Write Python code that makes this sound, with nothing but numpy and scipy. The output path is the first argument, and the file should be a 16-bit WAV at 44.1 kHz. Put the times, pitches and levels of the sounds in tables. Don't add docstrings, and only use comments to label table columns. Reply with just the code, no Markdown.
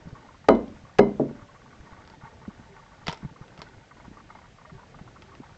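import sys
import numpy as np
from scipy import signal
from scipy.io import wavfile

SR = 44100
rng = np.random.default_rng(int(sys.argv[2]) if len(sys.argv) > 2 else 0)


def wav_record(signal):
    frames = np.transpose(np.atleast_2d(signal))
    bounded = np.clip(frames, -1, 1)
    quanta = np.round(bounded * 32767).astype(np.int16)
    wavfile.write(sys.argv[1], SR, quanta)


def volts(x):
    e = np.asarray(x, float) / 20
    return 10 ** e


N = 245637


def rms_one(x):
    return x / np.sqrt(np.mean(x ** 2) + 1e-20)


def at_hz(points, hz):
    curve_hz, value = np.array(points).T
    return np.interp(np.log(hz), np.log(curve_hz), value)


def drift(rate_hz):
    knots_per_s = 200
    knots = rng.standard_normal(int(N / SR * knots_per_s) + 400)
    r = np.exp(-2 * np.pi * rate_hz / knots_per_s)
    slow = rms_one(signal.lfilter([1], [1, -2 * r, r * r], knots)[300:])
    return np.interp(np.arange(N) / SR * knots_per_s, np.arange(len(slow)), slow)


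def ring(clicks, hz, t60_s):
    r = volts(-60 / (max(t60_s, .001) * SR))
    w = 2 * np.pi * hz / SR
    return signal.lfilter([0, np.sin(w)], [1, -2 * r * np.cos(w), r * r], clicks + 1e-18)


def modes_ring(clicks, modes):
    return sum((-1) ** k * volts(db) * ring(clicks, hz, t60_s) for k, (hz, t60_s, db) in enumerate(modes))


def high_pass(x, hz):
    return signal.sosfilt(signal.butter(2, hz, "high", fs=SR, output="sos"), x)


def add(out, start_s, piece):
    i = int(start_s * SR)
    out[i:i + len(piece)] += piece[:N - i]


def bands(spectrum, size, gain_at):
    edges = 25 * 2 ** np.arange(0, 8.7, 1 / 3)
    centres = np.sqrt(edges[1:] * edges[:-1])
    levels = volts(at_hz(spectrum, centres))
    levels = levels / np.sqrt(np.sum(levels ** 2 * np.diff(edges)) * 2 / SR)
    white = rng.standard_normal((2, size + 4000))
    out = np.zeros(size)
    for k, hz in enumerate(centres):
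        sos = signal.butter(2, edges[k:k + 2], "band", fs=SR, output="sos")
        out += levels[k] * gain_at(hz) * signal.sosfilt(sos, white[k % 2])[-size:]
    return out


# pitch_hz, level_db (per Hz)
HISS_COLOUR = [(15, -34), (25, -1), (130, 3), (418, -14), (472, -10), (712, -9), (930, -22.5),
               (1030, -16.5), (1160, -17.5), (1280, -36.5), (1440, -12.5), (2460, -18), (6980, -26.5),
               (8270, -27.5), (10800, -71.5), (18200, -120)]


def hiss():
    together = drift(7.1)

    def lumps(hz):
        depth_db = 0.5 + 400 / (hz + 100)
        return volts(depth_db * (.5 * together + drift(15.0)))

    return volts(-54) * bands(HISS_COLOUR, N, lumps)


# start_s, level_db
HANDS = [(0, 1.5), (.14, 4.5), (.4, -5), (.65, 4.5), (0.951, -2), (1.2, 3.5), (1.45, -0.5), (1.7, 2.5),
         (2.1, 3.5), (3.0, 0.5), (3.699, 3.5), (3.85, -3), (4.0, 2.5), (4.42, -0.5), (4.52, -4), (4.7, -1),
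         (5.3, 0.5), (5.57, 0.5)]


def hands_db():
    return np.interp(np.arange(N) / SR, *np.transpose(HANDS))


# pitch_hz, level_db (per Hz)
RUMBLE_COLOUR = [(60, -35), (150, 4), (250, -2), (400, -0.5), (600, -5.5), (1200, -40)]


def rumble():
    lumps = bands(RUMBLE_COLOUR, N, lambda hz: volts(3.67 * drift(2.5)))
    return volts(-61.5 + 1.3 * hands_db()) * lumps


# pitch_hz, t60_s, level_db
CASING_MODES = [(863, 0.019, -1.5), (903, 0.053, -5), (1140, 0.034, -5.5), (1480, 0.017, -3.5),
                (1852, 0.034, -11), (2146, 0.033, -13.5)]


def rubbing():
    born = rng.random(N) < 900 * volts(8.0 * drift(16.0)) / SR
    strength = volts(4.1 * np.minimum(rng.exponential(1, N), 4))
    slips = born * strength * rng.choice([-1, 1], N)
    dealt = rng.integers(0, len(CASING_MODES), N)
    rubbed = np.zeros(N)
    for k, (hz, t60_s, db) in enumerate(CASING_MODES):
        rubbed += volts(db) * ring(slips * (dealt == k), hz, t60_s)
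    return volts(-59 + hands_db()) * rms_one(rubbed)


# start_s, peak_db, pitch_hz, second_slip_wait_s (0 = none)
CREAKS = [(.152, -38.5, 1100, .036), (.286, -38, 1044, .056), (.443, -38.5, 896, 0),
          (.848, -39.5, 1070, 0.044), (1.39, -41, 1170, 0.025), (1.486, -41.5, 1080, 0.06),
          (1.726, -43, 1140, 0.022), (1.871, -39, 992, 0.046), (1.965, -40, 980, 0.038),
          (2.314, -44, 870, .054), (2.451, -39.5, 1130, 0.051), (2.79, -42, 1150, 0.07),
          (3.014, -38.5, 899, 0.017), (3.247, -39, 890, .045), (3.36, -37.5, 1180, 0.059),
          (3.599, -39, 1480, 0.066), (3.91, -36.5, 980, 0.059), (3.998, -36.5, 956, 0.048),
          (4.17, -35.5, 1130, 0.029), (4.291, -41, 930, 0.031), (4.301, -30, 897, .049),
          (4.386, -37, 980, .03), (4.44, -40.5, 960, .016), (4.585, -39.5, 1080, .026),
          (4.65, -36.5, 950, .046), (4.791, -38, 977, 0.038), (4.944, -34, 892, 0.044),
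          (5.076, -35.5, 1110, 0.084), (5.317, -40, 1110, 0.011), (5.434, -38, 970, 0.059)]


def creaks():
    out = np.zeros(N)
    again = [(s + wait_s, peak_db - 2, hz, 0) for s, peak_db, hz, wait_s in CREAKS if wait_s]
    for start_s, peak_db, hz, _ in CREAKS + again:
        noise = rng.standard_normal(3000)
        t = np.arange(len(noise)) / SR
        slip = noise * np.abs(noise) * (1 - np.exp(-t / 0.00024)) * np.exp(-(t / 0.011) ** 2)
        creak = volts(2.0) * ring(slip, hz, 0.033) + modes_ring(slip, CASING_MODES)
        add(out, start_s - .001, volts(peak_db - 3.0) * creak / np.abs(creak).max())
    return out


def casing():
    return high_pass(rubbing() + creaks(), 650)


# start_s, level_db, pitch_hz, length_s
HUMS = [
    (2.68, -51, 395, .09),
    (4.7, -52, 385, .09),
    (4.66, -55, 620, .05),
]


def hums():
    out, t = np.zeros(N), np.arange(SR // 4) / SR
    for start_s, level_db, hz, length_s in HUMS:
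        swell = np.sin(np.pi * np.minimum(t / length_s, 1))
        add(out, start_s, volts(level_db) * swell * np.sin(2 * np.pi * hz * t))
    return out


# start_s, peak_db, pitch_hz, ringing_cycles
THUMPS = [(0.053, -35, 120, 3), (0.066, -31.5, 151, 6), (0.124, -32, 110, 4), (0.833, -40.5, 117, 5),
          (1.307, -19.5, 266, 2.7), (1.418, -46, 102, 6.9), (1.798, -42, 73.6, 3.3),
          (1.921, -40, 78.6, 3.1), (2.231, -36.5, 128, 4.8), (2.475, -25.5, 194.4, 6.6),
          (2.588, -43.5, 232, 9.4), (2.657, -43.5, 151, 5.5), (3.079, -26.5, 158, 7),
          (3.225, -31.5, 176, 6.8), (3.244, -25, 138, 6), (3.308, -43.5, 141, 7.7), (3.408, -32, 125, 3.8),
          (3.585, -38, 151, 5.1), (3.769, -43, 91.5, 4.5), (4.076, -30.5, 188.8, 3.5),
          (4.11, -32.5, 202, 3.6), (4.715, -39, 154, 8.7), (4.747, -39.5, 113, 6), (5.008, -32, 152, 4.3),
          (5.397, -28.5, 227, 4.9), (5.411, -44, 156, 4.3)]


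def thumps():
    out, t = np.zeros(N), np.arange(SR // 4) / SR
    for start_s, peak_db, hz, cycles in THUMPS:
        swell = (1 - np.exp(-t / 0.0045)) * volts(-60 * t * hz / max(cycles, 1))
        turns = hz * (t + 0.00085 * (1 - np.exp(-t / 0.0013)))
        wave = np.sin(2 * np.pi * turns) + 0.46 * np.sin(2 * np.pi * 0.54 * turns)
        wave += 0.16 * np.sin(2 * np.pi * 2.06 * turns)
        add(out, start_s + 0.00407, volts(peak_db + 11.5) * swell * wave)
    return out


def kitchen(x):
    t = np.arange(SR // 2) / SR
    t60_s, first_echo_s = 0.29, .004
    echo = rng.standard_normal(len(t)) * volts(-60 * t / t60_s) * (t > first_echo_s)
    echo = signal.lfilter([.4], [1, -.6], echo)
    return signal.fftconvolve(x, echo / np.sqrt(np.sum(echo ** 2)))[:N]


# pitch_hz, t60_s, level_db
SHELL_MODES = [(447, 0.053, -8.5), (615, 0.016, -3.5), (938, 0.026, 2.5), (1290, 0.021, -3),
               (2105, 0.014, -1.5)]
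# start_s, peak_db, pitch_hz
SNAPS = [(0.0895, -47.5, 3870), (0.5035, -44, 4170), (0.5502, -40, 3370), (0.679, -48, 3260),
         (2.0503, -49, 3440), (2.0749, -39, 4550), (2.0988, -41, 4490), (3.0626, -43, 3200),
         (3.068, -22, 4460), (3.0754, -40, 2580), (3.0806, -16.5, 2940), (3.0862, -25.5, 3300),
         (3.0946, -25, 3050), (3.1055, -33, 4200), (3.1136, -34.5, 3600), (3.1165, -38, 4830),
         (3.1261, -24, 5240), (3.131, -35.5, 3000), (3.144, -39, 3400), (3.1732, -38.5, 5100),
         (3.48, -45.5, 2650), (3.576, -40, 2730), (3.591, -38, 5000), (3.617, -29, 3950),
         (3.626, -41, 3740), (3.686, -47.5, 3240), (5.221, -38.5, 2640), (5.3507, -43, 2700)]


def snaps():
    out = np.zeros(N)
    for start_s, peak_db, hz in SNAPS:
        noise = rng.standard_normal(2000)
        t = np.arange(len(noise)) / SR
        clicks = 0.034 * noise * np.abs(noise) * np.exp(-t / 0.0076)
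        clicks[0] = -1
        second_click_s = .0009 * (1 + .3 * abs(noise[0]))
        clicks[int(second_click_s * SR)] += .7
        bright = ring(clicks, hz, .0022) + .7 * ring(clicks, 3000, .002)
        bright += volts(-2.5) * ring(clicks, 6600, 0.0017) - volts(3.0) * ring(clicks, 5870, 0.00089)
        bright += volts(-22.0) * ring(clicks, hz, .018)
        body_db = -7.5 - max(hz - 3300, 0) / 1000
        body = volts(body_db) * modes_ring(clicks, SHELL_MODES)
        add(out, start_s + .0006, volts(peak_db - 1.0) * (bright + body))
    return out


WORKTOP_HZ = [46, 142, 204, 233, 276, 322, 400, 424, 480, 535, 620, 655, 734, 790, 850, 955, 1050, 1110,
              1190, 1252, 1440]
# t60_s, first_knock_db, second_knock_db, drop_db
WORKTOP = [(0.44, -30.5, -31.5, -51.5), (0.37, -35.5, -24.5, -27), (0.45, -22, -16.5, -30),
           (0.4, -14.5, -20.5, -23.5), (0.37, -16.5, -43, -24), (.4, -34.5, -26.5, -31.5),
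           (0.24, -19, -9, -25.5), (0.14, -6.5, -13, -16), (0.044, -13, -11.5, -46), (0.11, -8, -11.5, -27),
           (0.11, -19.5, -19, -21.5), (0.22, -16, -35.5, -31), (0.072, -18, -14.5, -32),
           (0.047, -8.5, -11.5, -23.5), (0.076, -26, -36, -41), (0.2, -21.5, -26.5, -45.5),
           (0.45, -37, -45, -65), (0.25, -32, -49.5, -66.5), (0.29, -35.5, -50, -66),
           (0.034, -7, -16.5, -57), (0.087, -24.5, -54.5, -71)]
BOWL_HZ = [580, 1776, 2062, 2119, 2985, 4035, 5160]
# t60_s, first_knock_db, second_knock_db, drop_db
BOWL = [(1.0, -52, -48, -42), (.3, -54, -50, -80), (.3, -35, -36, -80), (.2, -36, -35, -80),
        (.28, -42, -48, -85), (.24, -46, -50, -90), (.13, -60, -51, -90)]


def wood_and_bowl(out, k, start_s, delay_s, spread_s, contact_s):
    t = np.arange(SR) / SR
    signs = rng.choice([-1, 1], len(WORKTOP + BOWL))
    lags = delay_s + rng.random(len(signs)) * spread_s
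    contact = (1 - np.exp(-t / contact_s)) ** 2
    for hz, (t60_s, *level_db), sign, lag_s in zip(WORKTOP_HZ + BOWL_HZ, WORKTOP + BOWL, signs, lags):
        decay = volts(level_db[k] - 60 * t / t60_s)
        add(out, start_s + lag_s, sign * contact * decay * np.sin(2 * np.pi * hz * t))
    for hz, (t60_s, *level_db), lag_s in zip(BOWL_HZ[3:], BOWL[3:], lags):
        decay = volts(level_db[k] + 1.5 - 60 * t / (t60_s * .45))
        add(out, start_s + lag_s, contact * decay * np.sin(2 * np.pi * hz * 1.014 * t))


# pitch_hz, level_db (per Hz)
CRUNCH_FIRST = [(180, -42), (300, -7), (653, -2), (1400, -23), (1800, -11), (3550, -20.5), (5090, -23),
                (6810, -42.5), (8270, -59), (10800, -101), (18200, -120)]
# pitch_hz, level_db (per Hz)
CRUNCH_LATER = [(180, -41), (300, -13), (750, -15.5), (1270, -12), (2180, -9), (3450, -23.5), (3960, -14),
                (5230, -27), (8270, -60), (10800, -82), (18200, -120)]


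def crunch(colour, crunch_s):
    t = np.arange(SR) / SR
    grains = volts(3.0 * rng.standard_normal(200))[(t * 1500).astype(int) % 200]
    burst = np.where(t < crunch_s, .5 + .7 * t / crunch_s, np.exp(-(t - crunch_s) / .0035))
    return grains * burst * bands(colour, SR, np.ones_like)


# pitch_hz, level_db (per Hz)
TAIL = [(24, -54.5), (40, -27.5), (106, -25.5), (269, -6), (668, -12), (746, -18), (1270, -25), (1550, -67),
        (2120, -47.5), (2360, -50.5), (8000, -84), (10400, -105), (17600, -120)]
# pitch_hz, t60_s
TAIL_T60 = [(40, 1), (200, 0.44), (700, 0.32), (1500, 0.19), (8000, 0.066)]


def tail(spread_s, cut_hz):
    t = np.arange(SR) / SR

    def dying(hz):
        return volts(-60 * t / at_hz(TAIL_T60, hz)) / (1 + (hz / cut_hz) ** 4)

    return (1 - np.exp(-t / spread_s)) * bands(TAIL, SR, dying)


# start_s, crunch_db, tail_db, tail_cut_hz
KNOCKS = [
    (.4849, -16, -13.5, 7000),
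    (.9860, -25, -17, 4990),
    (1.1950, -67, -24, 544),
]
# crunch_s, main_blow_delay_s, spread_s, contact_s
LANDINGS = [
    (0.0022, 0.0014, .002, 0.00036),
    (0.0078, 0.0029, .005, 0.000097),
    (.003, .001, 0.0018, 0.00064),
]


def knocks():
    out = np.zeros(N)
    for k, (start_s, crunch_db, tail_db, cut_hz) in enumerate(KNOCKS):
        crunch_s, delay_s, spread_s, contact_s = LANDINGS[k]
        wood_and_bowl(out, k, start_s, delay_s, spread_s, contact_s)
        colour = CRUNCH_LATER if k else CRUNCH_FIRST
        add(out, start_s, volts(crunch_db) * crunch(colour, crunch_s))
        add(out, start_s + delay_s, volts(tail_db) * tail(spread_s, cut_hz))
    return high_pass(out, 38)


def scene():
    background = hiss() + rumble()
    handling = casing() + hums() + thumps()
    shell = snaps()
    egg = shell + volts(-18) * kitchen(shell) + knocks()
    return (background + handling + egg)[None]


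def roll_off(x):
    return signal.sosfilt(signal.butter(12, 8420, fs=SR, output="sos"), x)


def record(dry):
    steep_cut = signal.butter(10, 7700, fs=SR, output="sos")
    x = signal.sosfilt(steep_cut, dry) + volts(-36.0) * dry
    clip_top = .7
    return roll_off(np.clip(x, -clip_top, clip_top))


dry = scene()
out = record(dry)
wav_record(out)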